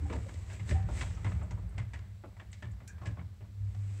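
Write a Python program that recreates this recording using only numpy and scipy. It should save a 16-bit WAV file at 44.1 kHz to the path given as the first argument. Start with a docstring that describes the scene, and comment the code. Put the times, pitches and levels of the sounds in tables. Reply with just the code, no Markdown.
"""The folding steel doors of a small lift knock shut, heard from inside the cabin.
Hinges and rollers strike, ringing the steel leaves and making the cabin boom; the floor thuds,
dry hinges squeak, the linkage ticks, and a latch clicks and rings as the leaves meet.
The leaves swish and rumble along their track; a mains hum and a faint hiss go on underneath."""
import sys
import numpy as np
from scipy import signal
from scipy.fft import rfft, irfft
from scipy.io import wavfile
from scipy.ndimage import uniform_filter1d

SR = 44100
rng = np.random.default_rng(int(sys.argv[2]) if len(sys.argv) > 2 else 0)


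def dump(signal):
    """Clip the signal to [-1, 1] and save it as 16-bit WAV at the path in sys.argv[1]."""
    limited = np.clip(np.atleast_2d(signal).T, -1, 1)
    pcm = np.round(limited * 32767).astype(np.int16)
    wavfile.write(sys.argv[1], SR, pcm)


N = 176400


def undb(db):
    return 10 ** (np.asarray(db) / 20)


def curve(rows):
    """Fader ride through (time [s], level [dB]) points."""
    return undb(np.interp(np.arange(N) / SR, *np.array(rows).T))


def noise(gain_of_hz, size):
    """Noise of rms 1 with the given spectrum."""
    hz = np.fft.rfftfreq(size, 1 / SR) + 1e-3
    y = irfft(rfft(rng.standard_normal(size)) * gain_of_hz(hz), size)
    return y / y.std()


def coloured(points):
    """Steady noise of rms 1, shaped by (frequency [Hz], relative level [dB]) points."""
    hz, db = np.array(points).T
    return noise(lambda f: undb(np.interp(np.log(f), np.log(hz), db)), size=N)


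def band(f, lo_hz, hi_hz):
    """Steep band-pass gain."""
    return 1 / np.sqrt((1 + (lo_hz / f) ** 12) * (1 + (f / hi_hz) ** 30))


def resonance(f, hz, width):
    """Gain of one resonance with steep skirts."""
    return 1 / (1 + (2 * (f - hz) / width) ** 2)


def walk(rate_hz):
    """Smooth random wandering, spread 1."""
    span = max(int(SR / rate_hz), 1)
    y = uniform_filter1d(rng.standard_normal(N), span, mode="wrap")
    y = uniform_filter1d(y, span, mode="wrap")
    return y / y.std()


def fade(t, t60):
    return np.exp(-np.log(1000) * t / t60)


def rise(t, attack_s):
    return 1 - np.exp(-t / attack_s)


def ring(t, hz, db, t60):
    """One struck mode."""
    return np.sqrt(2) * undb(db) * np.sin(2 * np.pi * hz * t) * fade(t, t60)


def burst(carrier, envelope):
    """Noise under an envelope, scaled to the envelope's energy."""
    y = carrier * envelope
    return y * np.sqrt(np.sum(envelope ** 2) / np.sum(y ** 2))


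def add(out, start_s, sound):
    """Mix a sound in at its time."""
    i = max(int(start_s * SR), 0)
    out[i:i + len(sound)] += sound[:N - i]


HUM_HZ, HUM_WAVER, OCTAVE_DB, AIR_DB = 100.03, 0.0021, -67, -63
# mains hum, louder in some places of the cabin (time [s], level [dB])
HUM_RIDE = [(0, -56), (.6, -48), (1.3, -49), (1.8, -49.5), (2.2, -51.5), (3.5, -52.5), (3.62, -35),
            (3.69, -35), (3.735, -50.5), (3.79, -34.5), (4, -38.5)]
# room tone of the shaft (frequency [Hz], relative level [dB])
AIR_COLOUR = [(30, 9), (60, -0.5), (120, 7), (250, -27), (600, -29), (1200, -19), (2100, -23.5),
              (4000, -20.5), (6000, -26), (8000, -43), (10000, -30), (15500, -31.5)]
def background():
    """The bed: a slightly wavering mains hum with its octave, over the still air of the shaft."""
    pitch_hz = HUM_HZ * (1 + HUM_WAVER * walk(rate_hz=4.2))
    phase = 2 * np.pi * np.cumsum(pitch_hz) / SR
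    hum = np.sqrt(2) * (curve(HUM_RIDE) * np.sin(phase) + undb(OCTAVE_DB) * np.sin(2 * phase))
    return hum + undb(AIR_DB) * coloured(AIR_COLOUR)


SWISH_GRAIN_DB, SWISH_FLUTTER_DB, RUMBLE_ROUGH_DB = 0.8, 0.27, 1.5
# swells of the swish, including the bright hiss that trails the knocks near 0.7 s and 1 s (time [s], level
# [dB])
SWISH_RIDE = [(0, -63.5), (.14, -60.5), (.3, -60), (.47, -61.5), (.54, -51.5), (.58, -60), (.65, -61),
              (.705, -46.5), (.76, -58), (.85, -68), (.91, -57.5), (.97, -48), (1.01, -47), (1.08, -55),
              (1.2, -62.5), (1.3, -58.5), (1.48, -69), (1.65, -71.5), (2.1, -72.5), (3.5, -74), (3.75, -68),
              (3.88, -62.5), (4, -60)]
# tone of the swish (frequency [Hz], relative level [dB])
SWISH_COLOUR = [(300, 9.5), (900, 2), (1400, -0.5), (2100, 4.5), (3200, -3), (5500, -6.5), (6900, -3),
                (7900, 2.5), (8700, -8), (10000, -20.5), (15500, -30)]
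# swells of the rollers in their track (time [s], level [dB])
RUMBLE_RIDE = [(0, -34.5), (.17, -39), (.3, -44.5), (.65, -43), (.78, -32.5), (1.05, -37), (1.15, -38.5),
               (1.38, -35.5), (1.6, -39), (1.95, -44.5), (2.15, -50), (2.55, -51), (3.1, -42.5),
               (3.5, -53.5), (3.63, -46.5), (3.8, -45.5), (4, -52)]
# bass-heavy tone of the rollers (frequency [Hz], relative level [dB])
RUMBLE_COLOUR = [(22, -53), (36, -21.5), (50, 6.5), (72, 6), (100, 6), (135, -12), (180, -5.5),
                 (220, -26.5), (370, -27), (600, -30.5), (1100, -35), (2200, -38), (5000, -76.5)]
def sliding():
    """The leaves swish with a fine grain while their rollers rumble unevenly."""
    swish = coloured(SWISH_COLOUR) * curve(SWISH_RIDE)
    grain = undb(SWISH_GRAIN_DB * walk(rate_hz=300) + SWISH_FLUTTER_DB * walk(rate_hz=30))
    rumble = coloured(RUMBLE_COLOUR) * curve(RUMBLE_RIDE)
    roughness = undb(RUMBLE_ROUGH_DB * walk(rate_hz=17))
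    return swish * grain + rumble * roughness


LATCH_S, LATCH_CLICK_DB, SPRING_ATTACK_CYCLES = 2.876, -53, 9
# ring of the latch spring (frequency [Hz], width [Hz], level [dB], t60 [s])
SPRING_MODES = [(1620, 130, -54.5, 0.34), (2410, 230, -59, 0.16), (4400, 400, -70, 0.16),
                (5850, 660, -59, 0.15), (7150, 2100, -52, 0.12), (11000, 700, -58, 0.033),
                (14500, 1500, -66, .05)]
def latch():
    """The latch snaps in and its spring rings on, blurred by the cabin."""
    out, t = np.zeros(N), np.arange(SR // 2) / SR
    click = noise(lambda f: band(f, lo_hz=2020, hi_hz=9600), size=len(t))
    add(out, LATCH_S, undb(LATCH_CLICK_DB) * burst(click, fade(t, t60=0.033)))
    for hz, width, db, t60 in SPRING_MODES:
        spring = noise(lambda f: resonance(f, hz, width), size=len(t))
        envelope = fade(t, t60) * rise(t, SPRING_ATTACK_CYCLES / hz)
        add(out, LATCH_S, undb(db) * burst(spring, envelope))
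    return out


TICK_WIDTH_HZ = 1100
# light ticks of the linkage (time [s], level [dB], centre [Hz])
TICKS = [(1.148, -59.5, 5880), (1.429, -61, 7600), (1.51, -58.5, 6500), (1.691, -66, 8300),
         (2.516, -59.5, 7760), (2.714, -64, 7500)]
def ticks():
    """The linkage clicks: small, bright bursts of narrow noise."""
    out, t = np.zeros(N), np.arange(SR // 2) / SR
    envelope = fade(t, t60=0.07) * rise(t, attack_s=0.00084)
    for start, db, hz in TICKS:
        click = noise(lambda f: resonance(f, hz, TICK_WIDTH_HZ), size=len(t))
        add(out, start, undb(db) * burst(click, envelope))
    return out


RASP_DB, RASP_WIDTH = -7.5, 0.38  # level against the note, width as a share of the pitch
# squeaks and groans of the hinges (time [s], pitch [Hz], level [dB], attack [s], t60 [s])
SQUEAKS = [(.015, 289, -43.5, 0.014, 0.38), (.052, 793, -47.5, 0.0054, 0.13),
           (.125, 906, -42.5, 0.0034, 0.13), (.11, 464, -49.5, 0.012, 0.56),
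           (.258, 542, -38, 0.0069, 0.054), (.742, 772, -39, 0.014, 0.26)]
def squeaks():
    """A dry hinge gives a short note wrapped in rasp."""
    out, t = np.zeros(N), np.arange(SR // 2) / SR
    for start, hz, db, attack_s, t60 in SQUEAKS:
        scrape = noise(lambda f: resonance(f, hz, RASP_WIDTH * hz), size=len(t))
        rasp = undb(db + RASP_DB) * scrape * fade(t, t60)
        add(out, start, (ring(t, hz, db, t60) + rasp) * rise(t, attack_s))
    return out


# dull thuds of the floor (time [s], pitch [Hz], level [dB], attack [s], t60 [s])
THUDS = [(0, 74.8, -27, 0.021, 0.6), (0.714, 78, -23.5, 0.006, 0.34), (0.991, 51.8, -40, 0.037, 0.45),
         (1.355, 76, -24.5, 0.015, 0.21), (3.591, 62, -34.5, 0.023, 0.38)]
def thuds():
    """The cabin floor flexes and booms, one low mode to a thud."""
    out, t = np.zeros(N), np.arange(SR) / SR
    for start, hz, db, attack_s, t60 in THUDS:
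        add(out, start, ring(t, hz, db, t60) * rise(t, attack_s))
    return out


BOOM_DETUNE = 0.033  # spread as a share of the pitch
# low modes of the cabin (mean pitch [Hz], relative level [dB], t60 [s])
CABIN_MODES = [(52, -18, 0.17), (74, -18, 0.4), (87.46, -4.5, 0.5), (106.73, -1, 0.54), (128.6, -5.5, 0.3),
               (150.6, -15.5, 0.21), (176.5, -10.5, 0.36)]
def cabin_boom(t):
    """The weight under a knock: cabin modes swell in alternating polarity, detuned anew each hit."""
    detune = 1 + BOOM_DETUNE * rng.standard_normal(len(CABIN_MODES))
    boom = sum((-1) ** k * ring(t, hz * detune[k], db, t60)
               for k, (hz, db, t60) in enumerate(CABIN_MODES))
    return boom * rise(t, attack_s=0.017)


LEAF_TILT_DB_OCT = -4.5
# resonances of the steel leaves (frequency [Hz], width [Hz], height over the slope [dB])
LEAF_MODES = [(257.4, 30.6, 12.5), (347, 38, 7), (540, 17, 0.5), (599, 60, 8), (960, 71, 1), (1124, 23, -1),
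              (1330, 60, -3), (1704, 136, 8), (2010, 160, 8), (2287, 110, 7.5), (2594, 130, 5.5),
              (2880, 30, 7), (3420, 51, 0), (3830, 160, 5), (7600, 520, 5)]
def leaf_colour(f):
    """Metallic tone of the leaves, as a gain: resonances on a falling slope."""
    peaks = sum((undb(db) - 1) * resonance(f, hz, width) for hz, width, db in LEAF_MODES)
    return (1 + peaks) * undb(LEAF_TILT_DB_OCT * np.log2(f))


# a knock has four bands, low to high: body, rap, clack, tick
BAND_EDGES_HZ = (210, 700, 1450, 3600, 8700)
BAND_ATTACK_S = (.003, .0012, .0007, .0006)
BAND_T60_SHARE = (1.08, 0.77, 0.54, 0.52)  # of the knock's base t60
TAIL_DB, TAIL_T60_S = -18, 0.58
NOTE_DB, NOTE_WIDTH = 10.5, 0.038  # boost, and width as a share of the pitch
CHATTER_DB, CHATTER_RATE_HZ = 2.2, 220
# hits of hinges, rollers and leaves (time [s], boom [dB], body [dB], rap [dB], clack [dB],
# tick [dB], base t60 [s], note of the struck part [Hz])
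KNOCKS = [(.098, -41, -42, -50, -51.5, -66, 0.27, 450), (.127, -65, -45, -49, -50.5, -56.5, 0.27, 984),
          (0.286, -68, -55.5, -55, -54.5, -62.5, 0.16, 2200),
          (0.341, -44, -50.5, -68, -57, -56, 0.059, 2030), (0.498, -48, -63.5, -63, -58, -70, 0.65, 1630),
          (0.595, -35, -60, -62, -54.5, -70, 0.32, 2050), (.691, -31, -49, -54, -45.5, -48.5, 0.078, 1810),
          (.709, -28, -38.5, -51.5, -40.5, -54, 0.12, 1810), (.826, -32, -69, -61, -66, -67, 0.11, 780),
          (0.887, -44, -46.5, -47, -59.5, -68, 0.16, 372), (1.009, -34, -50.5, -46, -41, -48, 0.21, 3270),
          (1.172, -64, -55.5, -54, -59, -67, 0.097, 1270),
          (1.245, -30.5, -46.5, -47.5, -47, -58.5, 0.21, 2040),
          (1.265, -34.5, -60, -47.5, -46.5, -65, 0.093, 2150),
          (1.319, -33.5, -55, -48.5, -49, -64, 0.072, 1230), (1.413, -40, -54, -52.5, -63, -78, 0.31, 624),
          (1.508, -41.5, -54.5, -53, -55, -60.5, .16, 976), (1.575, -44.5, -54.5, -57, -71, -89, 0.13, 956),
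          (1.779, -33.5, -56, -52.5, -48, -59, 0.28, 2067), (1.934, -54, -59.5, -56, -49, -60, 0.25, 1906),
          (1.990, -49, -57, -59.5, -57.5, -65.5, 0.078, 2040),
          (2.237, -57, -49.5, -52, -62, -89, 0.18, 597), (2.366, -58, -75, -62.5, -66, -76, 0.23, 1960),
          (2.397, -59, -60.5, -58, -52.5, -71, 0.2, 1830), (2.529, -69, -68.5, -68, -55.5, -56, 0.16, 2160),
          (2.623, -38, -56.5, -55, -50.5, -65, 0.28, 1760), (2.802, -47, -64, -64, -64.5, -90, 0.28, 2020),
          (2.981, -61, -68, -63, -64, -75, 0.14, 870), (3.014, -44, -59, -55, -65.5, -73, 0.54, 1076),
          (3.056, -33.5, -51.5, -58.5, -49, -58, 0.36, 1660), (3.17, -42, -55, -55, -65, -81, .18, 1120),
          (3.192, -40, -60, -60, -59, -84, 0.29, 2190), (3.406, -44.5, -63, -67, -69.5, -88, 0.46, 390),
          (3.747, -44, -66, -59, -63, -67, 0.1, 750)]
def knocks():
    """Each knock rings the struck part and the leaves' crowded modes, and sets the cabin booming."""
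    out, t = np.zeros(N), np.arange(SR // 2) / SR
    f = np.fft.rfftfreq(len(t), 1 / SR) + 1e-3
    bands = [leaf_colour(f) * band(f, lo, hi) for lo, hi in zip(BAND_EDGES_HZ, BAND_EDGES_HZ[1:])]
    tail = undb(TAIL_DB) * fade(t, TAIL_T60_S)
    for start, boom_db, *band_levels, t60, note_hz in KNOCKS:
        add(out, start, undb(boom_db) * cabin_boom(t))
        # loose parts rattle against each other just after the hit
        chatter = undb(CHATTER_DB * walk(CHATTER_RATE_HZ)[:len(t)] * rise(t, attack_s=.008))
        note = 1 + (undb(NOTE_DB) - 1) * resonance(f, note_hz, NOTE_WIDTH * note_hz)
        for k, db in enumerate(band_levels):
            steel = noise(lambda _: bands[k] * note, size=len(t))
            decay = np.hypot(fade(t, t60 * BAND_T60_SHARE[k]), tail)
            envelope = rise(t, BAND_ATTACK_S[k]) * decay
            add(out, start, np.sqrt(2) * undb(db) * burst(steel * chatter, envelope))
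    return out


def scene():
    """Mono mix, from the bed up to the knocks."""
    return (background() + sliding() + latch() + ticks() + squeaks() + thuds() + knocks())[None]


LOW_CUT_HZ, HIGH_CUT_HZ = 41, 15700
def record(dry):
    """Master EQ: trim the deepest bass and the very top."""
    low_cut = signal.butter(3, LOW_CUT_HZ, "highpass", fs=SR, output="sos")
    high_cut = signal.ellip(10, .2, 70, HIGH_CUT_HZ, fs=SR, output="sos")
    return signal.sosfilt(high_cut, signal.sosfilt(low_cut, dry))


dry = scene()
out = record(dry)
dump(out)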